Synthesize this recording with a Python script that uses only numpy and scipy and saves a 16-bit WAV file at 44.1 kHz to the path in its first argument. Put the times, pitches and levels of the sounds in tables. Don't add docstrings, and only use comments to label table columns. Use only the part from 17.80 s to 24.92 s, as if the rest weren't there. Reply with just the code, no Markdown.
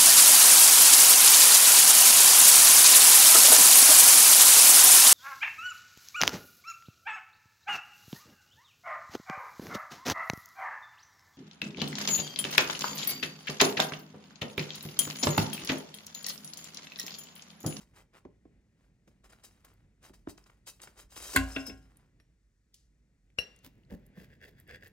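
import sys
import numpy as np
from scipy import signal
from scipy.fft import rfft, irfft, next_fast_len
from scipy.io import wavfile
from scipy.ndimage import uniform_filter1d

SR = 44100
rng = np.random.default_rng(int(sys.argv[2]) if len(sys.argv) > 2 else 0)


def transcribe(signal):
    frames = np.atleast_2d(signal).T
    limited = np.clip(frames, -1, 1)
    pcm = np.round(limited * 32767).astype(np.int16)
    wavfile.write(sys.argv[1], SR, pcm)


N = 313992
T = np.arange(N) / SR


def undb(db):
    return 10 ** (np.asarray(db) / 20)


def unit(x):
    return x / np.sqrt(np.mean(x ** 2))


def crest(x):
    return x / np.sqrt(2 * uniform_filter1d(x ** 2, size=88).max())


def along(points, hz):
    f, value = np.transpose(points)
    return np.interp(np.log(np.maximum(hz, 1)), np.log(f), value)


def colour(x, points):
    size = 2 * next_fast_len(len(x) // 2 + 2048)
    response = undb(along(points, np.fft.rfftfreq(size, 1 / SR)))
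    cepstrum = irfft(np.log(response))
    cepstrum[1:size // 2] *= 2
    cepstrum[size // 2 + 1:] = 0
    return irfft(rfft(x, size) * np.exp(rfft(cepstrum)))[:len(x)]


def lowpass(x, hz, order=4):
    return signal.sosfilt(signal.butter(order, min(hz, .45 * SR), fs=SR, output="sos"), x)


def resonance(x, hz, width):
    return signal.lfilter(*signal.iirpeak(hz, hz / width, fs=SR), x)


def fade(t60):
    return np.exp(-np.log(1000) * T[:SR] / max(t60, 1e-4))


def burst(t60):
    return rng.standard_normal(SR) * fade(t60)


def ring(modes):
    out = 0
    for hz, db, t60 in modes:
        wave = np.sin(2 * np.pi * (hz * T[:SR] + rng.random()))
        out = out + undb(db) * fade(t60) * wave
    return out


def add(out, s, x):
    i = max(int(s * SR), 0)
    out[..., i:i + x.shape[-1]] += x[..., :N - i]


def during(start, end, ramp):
    return np.clip(1 + np.minimum(T - start, end - T) / ramp, 0, 1)


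def flutter(hz, depth_db):
    return undb(depth_db * unit(lowpass(rng.standard_normal(N), hz, order=2)))


def grains(rate, spread_db, smooth):
    hit = rng.random(N) < rate / SR
    size = undb(spread_db * np.minimum(rng.exponential(size=N), 4))
    fractures = unit(hit * size * rng.standard_normal(N))
    return unit(fractures + smooth * rng.standard_normal(N))


def strokes(table, column, rise, release, lead=0., after_db=-60, after_s=0.044):
    slow_s, ease_s = 0.053, .014
    gain = np.zeros(N)
    t = T[:SR]
    for row in table:
        gentle = min((row[1] / slow_s) ** 2, .8)
        early = lead + gentle * ease_s
        length = row[1] + early
        swell = np.minimum(t / (rise * row[1] + early), 1)
        arch = 1 + gentle * (1.3 * np.sin(np.pi * np.minimum(t / length, 1)) - 1)
        since = np.maximum(t - length, 0)
        drop = np.exp(-since / (release * (1 + 2 * gentle)))
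        creep = undb(after_db) * np.exp(-since / after_s)
        add(gain, row[0] - early, undb(row[column]) * swell * arch * np.maximum(drop, creep))
    return gain


# f/Hz, relative level/dB
ROOM_TONE = [(13, -34), (22, -17.5), (53, 2.5), (66, -11.5), (76, -19), (200, -21), (249, -37.5),
             (432, -33.5), (636, -50.5), (1910, -40.5), (2980, -51.5), (3610, -49), (4630, -48.5),
             (7390, -46), (16000, -68)]
# f/Hz, relative level/dB
TABLE_RUMBLE = [(30, -26), (55, -2.5), (100, 7.5), (200, 2), (380, -8.5), (650, -18), (1200, -29.5),
                (2000, -22), (4000, -37.5), (12000, -63)]
# start t/s, end t/s, rumble level/dB
HANDS_AT_WORK = [(0, 4.394, -69), (5.1, 6.5, -73.5)]
ROLL_S = 6.19


def background(tone_db=-68, roll_db=-64, shake_db=-28.5, shake_t60=.6, tip_db=-59.5):
    tone = undb(tone_db) * unit(colour(rng.standard_normal(N), ROOM_TONE))
    unsteady = flutter(6, depth_db=1.5)
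    rumble = unit(unsteady * colour(rng.standard_normal(N), TABLE_RUMBLE))
    gain = undb(roll_db) * during(ROLL_S, T[-1], ramp=0.55)
    for start, end, db in HANDS_AT_WORK:
        gain += undb(db) * during(start, end, ramp=0.46)
    for s, _, _, foot_db, _, _ in PLATE_BLOWS:
        add(gain, s, undb(foot_db + shake_db) * fade(shake_t60))
    tipping = during(3.22, 3.55, ramp=.12)
    swell = unit(resonance(lowpass(rng.standard_normal(N), 75), 46, 25))
    return tone + gain * rumble + undb(tip_db) * tipping * swell


# t/s, chink level/dB
WHEEL_JIGGLES = [(4.943, -48.5), (4.953, -62)]


def jiggle(tail_db=-16):
    out = np.zeros(N)
    chink_spectrum = [(1500, -26.5), (3000, 0.0), (6000, 5), (9000, -1.0), (15000, -3.0)]
    after_spectrum = [(1500, -24.0), (2800, -11.0), (4500, -4.0), (6000, -3), (8000, -6.5), (15000, -24.5)]
    for s, db in WHEEL_JIGGLES:
        chink = colour(burst(0.028), chink_spectrum)
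        after = colour(burst(0.39), after_spectrum)
        add(out, s, undb(db) * (crest(chink) + undb(tail_db) * crest(after)))
    return out


# t/s, level/dB before the common gain, brightest f/Hz
CRUMB_TICKS = [(1.8486, -47.5, 12400), (1.938, -59, 15600), (2.578, -47, 5600), (2.64, -54.5, 5170),
               (3.018, -38, 7850), (3.074, -41, 1270), (3.3632, -40, 3800), (3.867, -35.5, 11510),
               (4.1705, -49, 10500), (5.502, -62.5, 2200), (5.7623, -53.5, 8810), (5.789, -55, 7000),
               (6.035, -63.5, 2800), (6.05, -65, 4500), (6.265, -53.5, 11700), (6.442, -57, 2570),
               (6.8, -46, 12300), (6.877, -56, 12100), (6.898, -50, 1890), (6.96, -49, 2100),
               (7.0787, -49.5, 12600)]


def ticks(gain_db=-5, width=0.21):
    out = np.zeros(N)
    for s, db, hz in CRUMB_TICKS:
        snap = resonance(burst(0.014), hz, min(width * hz, 6000))
        add(out, s, undb(db + gain_db) * crest(snap))
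    return out


# t/s, level/dB before the common gain, f/Hz, t60/s,
# harder edge's relative level/dB, table's low answer's relative level/dB
SOFT_KNOCKS = [(0.451, -39.5, 312, 0.053, -14, -7), (.652, -46, 317, 0.041, -34, -12),
               (1.272, -54, 224, 0.066, -40, -12), (2.297, -47, 267, 0.061, -15, -8),
               (2.473, -28, 275, 0.018, -22, -10.5), (3.546, -31.5, 287.3, 0.13, -14.5, -20),
               (3.762, -32.5, 260, 0.055, -15.5, -21), (3.876, -40, 263, .16, -14, -21.5),
               (3.894, -39.5, 262.7, 0.075, -16.5, -11), (5.583, -40.5, 449, 0.08, -16.5, -15),
               (5.862, -48, 223, 0.084, -15, -17), (6.113, -35, 202.3, 0.19, -19, -12),
               (6.371, -39.5, 206, 0.086, -20, -7), (6.9, -51, 500, 0.053, -4, -21)]


def thuds(gain_db=-1, width=0.66, edge_hz=1300, table_hz=80, table_lag=0.0073, table_t60=.06, soft_t60=0.0098):
    out = np.zeros(N)
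    onset = 1 - fade(soft_t60)
    answer = crest(np.sin(2 * np.pi * table_hz * T[:SR]) * fade(table_t60))
    for s, db, hz, t60, edge_db, table_db in SOFT_KNOCKS:
        body = resonance(burst(t60) * onset, hz, width * hz)
        body = resonance(body, hz, width * hz)
        edge = lowpass(burst(0.014) * onset, edge_hz, order=2)
        add(out, s, undb(db + gain_db) * (crest(body) + undb(edge_db) * crest(edge)))
        add(out, s + table_lag, undb(db + gain_db + table_db) * answer)
    return out


# t/s, length/s, level/dB
EDGE_CHAFES = [(3.71, 0.033, -51.5), (3.79, 0.0092, -52.5), (3.855, 0.036, -48)]
# f/Hz, relative level/dB
EMPTY_PAN_MODES = [(5211, 0), (5846, -9), (6142, -10), (7402, -14), (8027, -16)]


def free_pan(width_hz=22):
    rub = rng.standard_normal(N)
    tone = np.zeros(N)
    for hz, db in EMPTY_PAN_MODES:
        once = resonance(rub, hz, 2 * width_hz)
        tone += undb(db) * resonance(once, hz, 2 * width_hz)
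    return unit(tone) * strokes(EDGE_CHAFES, 2, rise=0.55, release=.016, after_db=-11.5, after_s=0.054)


SLIDE_S, LAND_S, START_SPEED = 3.36, 3.56, 0.1


def slide_speed(stop_s=0.041):
    speed = np.interp(T, [SLIDE_S, LAND_S], [START_SPEED, 1], left=0)
    return speed * np.exp(-np.maximum(T - LAND_S, 0) / stop_s)


# t/s, length/s, body level/dB, grit level/dB before the common gains
PAN_RASPS = [(.003, 0.021, -60, -59.5), (.14, 0.086, -63, -67), (.335, 0.063, -62, -70),
             (.97, 0.13, -78.5, -86), (1.275, 0.0031, -64, -68.5), (1.438, 0.031, -67, -71),
             (1.493, 0.009, -60.5, -63), (1.522, 0.0097, -59, -64.5), (1.4, 0.64, -78, -86.5),
             (1.635, 0.015, -63.5, -52.5), (1.846, 0.0042, -54.5, -60), (2.218, 0.088, -63.5, -65),
             (2.333, 0.016, -66, -61.5), (2.483, 0.021, -60, -54), (2.575, 0.0079, -58.5, -64.5),
             (2.661, 0.0058, -62, -65), (2.695, 0.0055, -65.5, -76), (2.865, 0.029, -59, -46),
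             (2.995, .008, -56.5, -78), (3.016, 0.033, -58, -51.5), (3.073, 0.0052, -54, -66.5),
             (3.16, 0.09, -66, -60.5), (3.3, .07, -64.5, -58.5), (3.359, 0.022, -58.5, -50),
             (3.6, 0.28, -59.5, -59), (3.864, 0.017, -59.5, -49), (3.97, 0.34, -77, -86.5)]
# f/Hz, width/Hz, relative level/dB
PAN_RESONANCES = [(2600, 30, -8), (2832, 30, -9), (3176, 35, -1), (3811, 35, 0), (3951, 30, -1),
                  (4619, 35, -7), (4753, 35, -8), (5286, 60, 0), (5949, 50, -6), (6444, 40, -7),
                  (6740, 35, -4), (9114, 80, -4)]
# f/Hz, relative level/dB
GRIT_SPECTRUM = [(1200, -27.5), (2600, 1), (5000, 1), (8000, 1), (15500, -7.5)]
# f/Hz, relative level/dB
BODY_SPECTRUM = [(150, -14.5), (350, -1), (600, -3.5), (1400, -3.5), (2300, -8), (4000, -17.5),
                 (9000, -41.5)]


def scraping(grit_db=-3, dense_db=-3, strong_db=8, slide_grit_db=-46, slide_body_db=-48.5):
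    speed = slide_speed()
    creep = dict(after_db=-14, after_s=0.064)
    grit_gain = undb(grit_db) * strokes(PAN_RASPS, -1, rise=0.24, release=0.0074, lead=0.00033, **creep)
    grit_gain += undb(slide_grit_db) * speed
    body_gain = strokes(PAN_RASPS, -2, rise=0.32, release=.006, lead=.001, **creep)
    body_gain += undb(slide_body_db) * speed
    grip = flutter(70, depth_db=1.8) * flutter(12, depth_db=1.2)
    slips = colour(grains(rate=5000, spread_db=2.0, smooth=0.2), GRIT_SPECTRUM)
    slips = unit(grip * slips) * grit_gain
    weak_hz = np.r_[4300:6900:260, 6900:16000:150]
    thicket = ring([(hz + rng.uniform(-70, 70), 0, .07) for hz in weak_hz])
    thicket = signal.fftconvolve(slips, thicket / np.sqrt(np.sum(thicket ** 2)))[:N]
    strong = sum(undb(db) * resonance(slips, hz, width) for hz, width, db in PAN_RESONANCES)
    body = colour(grains(rate=630, spread_db=1.0, smooth=.5), BODY_SPECTRUM)
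    body = unit(grip * body) * body_gain
    return .5 * slips + undb(dense_db) * thicket + undb(strong_db) * strong + body


# t/s, length/s, dough level/dB before its common gain, crunch level/dB, crackle level/dB
WHEEL_PUSHES = [(5.84, 0.02, -58, -80, -54.5), (6.11, 0.052, -45.5, -67, -63),
                (6.235, 0.043, -67.5, -78.5, -79.5), (6.36, 0.099, -53.5, -62.5, -60.5),
                (6.505, 0.066, -65, -70, -78.5), (6.622, 0.077, -55, -60.5, -62.5),
                (6.775, 0.06, -78.5, -69.5, -73), (6.885, 0.037, -57.5, -53, -68.5),
                (6.925, 0.05, -54.5, -58.5, -71), (7.018, 0.075, -58, -61.5, -65.5)]
# f/Hz, relative level/dB
DOUGH_SPECTRUM = [(80, 6), (250, -9.5), (500, 1.5), (750, -15), (1100, -31.5), (3000, -40.5)]
# f/Hz, relative level/dB
CRUNCH_SPECTRUM = [(700, -24), (1200, -24), (1600, 2.5), (2100, -0.5), (2600, -15), (4000, -19),
                   (6000, -23.5), (9000, -25.5), (14000, -60.5)]
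# f/Hz, relative level/dB
CRACKLE_SPECTRUM = [(1500, 2.5), (3000, 3.5), (4800, 0.5), (6500, -2), (9000, -7.5), (12500, -1),
                    (15500, 0.5)]
# f/Hz, width/Hz, relative level/dB
FORK_RESONANCES = [(1780, 310, 0), (2690, 115, 12.5), (3375, 73, 16), (4800, 88, 16)]


def cutting(dough_db=-1, roll_crunch_db=-87.5):
    give = flutter(60, depth_db=2.5)
    dough = unit(give * colour(grains(rate=640, spread_db=4, smooth=0.38), DOUGH_SPECTRUM))
    dough *= strokes(WHEEL_PUSHES, 2, rise=0.074, release=0.012, lead=0.0044, after_db=-14, after_s=0.049)
    crunch = colour(grains(rate=700, spread_db=2.8, smooth=.3), CRUNCH_SPECTRUM)
    fork = sum(undb(db) * resonance(crunch, hz, width) for hz, width, db in FORK_RESONANCES)
    crunch_gain = strokes(WHEEL_PUSHES, -2, rise=0.19, release=0.0069, lead=0.015)
    crunch_gain += undb(roll_crunch_db) * during(ROLL_S, T[-1], ramp=0.054)
    crunch = unit(give * (crunch + fork)) * crunch_gain
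    splits = grains(rate=500, spread_db=2.2, smooth=.7)
    crackle = unit(give * colour(splits, CRACKLE_SPECTRUM))
    crackle *= strokes(WHEEL_PUSHES, -1, rise=0.85, release=0.011, lead=0.012, after_db=-21.5, after_s=0.093)
    return undb(dough_db) * dough + crunch + crackle


# t/s, ring level/dB, contact click level/dB, lowest f/Hz that rings fully
WHEEL_TAPS = [(4.4, -52.5, -57.5, 7130), (5.5864, -21.5, -28, 1500)]
# f/Hz, relative level/dB, t60/s, left minus right level/dB
WHEEL_MODES = [(2772, 0, .06, 12), (2776, -27, .6, 4), (2803, -31, .35, 2), (2860, -17, .05, 4),
               (1658, -32, .33, 0), (1935, -33, .3, 0), (4030, -23, .15, 3), (4130, -24, .15, 3),
               (4764, -36, .2, 0), (5580, -10, .07, 4), (5602, -23, .29, 0), (5574, -30, .25, 0),
               (5954, -33, .18, 0), (7359, -43, .4, 0), (9335, -26, .13, -2), (11530, -31, .12, 0),
               (13900, -39, .09, 4)]
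# f/Hz, relative level/dB
CLICK_SPECTRUM = [(200, 5.5), (450, 4.5), (1000, -7), (1800, 0.5), (3000, -4), (5000, -9), (7000, -20),
                  (12000, -25), (16000, -33.5)]


def cutter(build_t60=0.0039):
    tone, click = np.zeros((2, N)), np.zeros(N)
    for s, ring_db, click_db, low_hz in WHEEL_TAPS:
        sides = np.zeros((2, SR))
        for hz, db, t60, lean_db in WHEEL_MODES:
            left_right = undb(np.array([[lean_db], [-lean_db]]) / 2)
            sides += ring([(hz, db, t60)]) * min(hz / low_hz, 1) ** 4 * left_right
        add(tone, s, undb(ring_db) * sides * (1 - fade(build_t60)))
        contact = colour(burst(0.034) + undb(-25.0) * burst(0.78), CLICK_SPECTRUM)
        add(click, s, undb(click_db) * crest(contact))
    return tone + ports(click)


# t/s, ring level/dB, clack level/dB, foot knock level/dB,
# table boom level/dB, contact cut-off f/Hz
PLATE_BLOWS = [(3.5615, -4, -14.5, -35.5, -25.5, 14700), (3.5715, -18, -27, -26, -39.5, 9100),
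               (3.763, -12, -40.5, -27, -46.5, 3280), (3.896, -25, -51, -45, -43.5, 3000)]
# f/Hz, relative level/dB, t60/s
PLATE_MODES = [(269, -21, .32), (406, -39, .35), (572, -42, .34), (654, -37, .32), (758, -42, .48),
               (1035, -44, .25), (1072, -42, .3), (1405, -48, .55), (1487, -32, .28), (1566, -39, .38),
               (1642, -36, .42), (1911, -37, .26), (2184, -34, .24), (2364, -45, .4), (2726, -43, .38),
               (2885, -47, .42), (3461, -40, .22), (3973, -46, .26), (4102, -44, .22), (4583, -41, .19),
               (5523, -49, .24), (6212, -50, .24), (7131, -40, .19), (7706, -43, .2), (8423, -41, .14)]
# f/Hz, relative level/dB
RIM_SPECTRUM = [(100, -19), (250, 4), (340, -20), (650, 2.5), (850, -13), (1060, 1.5), (1270, -13),
                (1540, 9), (1820, -5.5), (2150, 8), (2480, -13), (3400, -10), (5500, -20), (8400, -13),
                (15500, -13.5)]
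# f/Hz, relative level/dB
FOOT_SPECTRUM = [(100, -11.5), (250, -1), (380, -8.5), (640, 2), (900, -17.5), (1300, -16.5), (1620, -8),
                 (1900, -14), (2450, -10), (2740, 4.5), (3000, -12), (3400, -9), (4200, -22.5), (9000, -44)]
# f/Hz, relative level/dB, t60/s
TABLE_MODES = [(55, 0, .55), (61, -5, .25), (87, 3, .3), (108, -6, .25), (165, -10, .25)]


def plate(chatter_db=-15, boom_lag=0.003, choked_db=6, choked_t60=0.042, choked_tilt_db=4.0):
    out = np.zeros(N)
    choked = [(hz, db + choked_db + choked_tilt_db * np.log2(hz / 2000), choked_t60)
              for hz, db, _ in PLATE_MODES if hz > 500]
    for s, ring_db, clack_db, foot_db, boom_db, hz in PLATE_BLOWS:
        clack = colour(burst(.035) + undb(chatter_db) * burst(0.11), RIM_SPECTRUM)
        add(out, s, undb(clack_db) * crest(lowpass(clack, hz, order=6)))
        add(out, s, undb(ring_db) * lowpass(ring(PLATE_MODES + choked), hz, order=6))
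        knock = colour(burst(0.049) + undb(-17.5) * burst(0.3), FOOT_SPECTRUM)
        add(out, s, undb(foot_db) * crest(knock))
        boom = ring(TABLE_MODES) * (1 - fade(.05))
        add(out, s + boom_lag, undb(boom_db) * crest(boom))
    return out


# f/Hz, side minus mid level/dB
PORT_WIDTH = [(60, -21.5), (150, -13.5), (500, -8.5), (1200, -4), (2500, -1), (5000, -2.5), (12000, -0.5)]
# f/Hz, left minus right gain/dB
PORT_LEAN = [(100, -1), (300, -2.2), (1300, 1.5), (4400, 4), (12000, -0.5)]


def ports(x, scatter=0.93):
    hz = np.fft.rfftfreq(N, 1 / SR)
    knots = np.arange(0, SR / 2, 90)
    turn = np.interp(hz, knots, np.pi / 2 + scatter * rng.standard_normal(len(knots)))
    side = undb(along(PORT_WIDTH, hz)) * np.exp(1j * turn)
    lean = undb(along(PORT_LEAN, hz) / 2)
    return irfft(rfft(x) * np.array([(1 + side) * lean, (1 - side) / lean]), N)


# f/Hz, t60/s
KITCHEN_DECAY = [(100, 0.18), (400, 0.33), (2000, 0.2), (6000, 0.18), (14000, 0.12)]


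def kitchen(x, wet_db=-13):
    hz, s, cells = signal.stft(rng.standard_normal((2, SR)), SR, nperseg=256)
    decay = np.exp(-np.log(1000) * s / along(KITCHEN_DECAY, hz)[:, None])
    diffuse = signal.istft(cells * decay, SR)[1][:, :SR]
    mid, side = diffuse * (1 - fade(0.066))
    side = colour(side, [(70, -23.5), (300, -3.5), (900, -5.0)])
    tail = np.array([mid + side, mid - side])
    tail = tail / np.sqrt(np.sum(tail ** 2) / 2)
    wet = signal.fftconvolve(x.mean(axis=0)[None], tail, axes=1)[:, :N]
    return x + undb(wet_db) * wet


def scene():
    handling = scraping() + free_pan() + thuds() + ticks() + plate() + jiggle() + cutting()
    return kitchen(ports(handling) + cutter()) + ports(background())


def record(dry, low_hz=36, top_hz=16000):
    dry = signal.sosfilt(signal.butter(3, low_hz, "high", fs=SR, output="sos"), dry)
    return signal.sosfilt(signal.ellip(8, .2, 70, top_hz, fs=SR, output="sos"), dry)


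dry = scene()
out = record(dry)
transcribe(out)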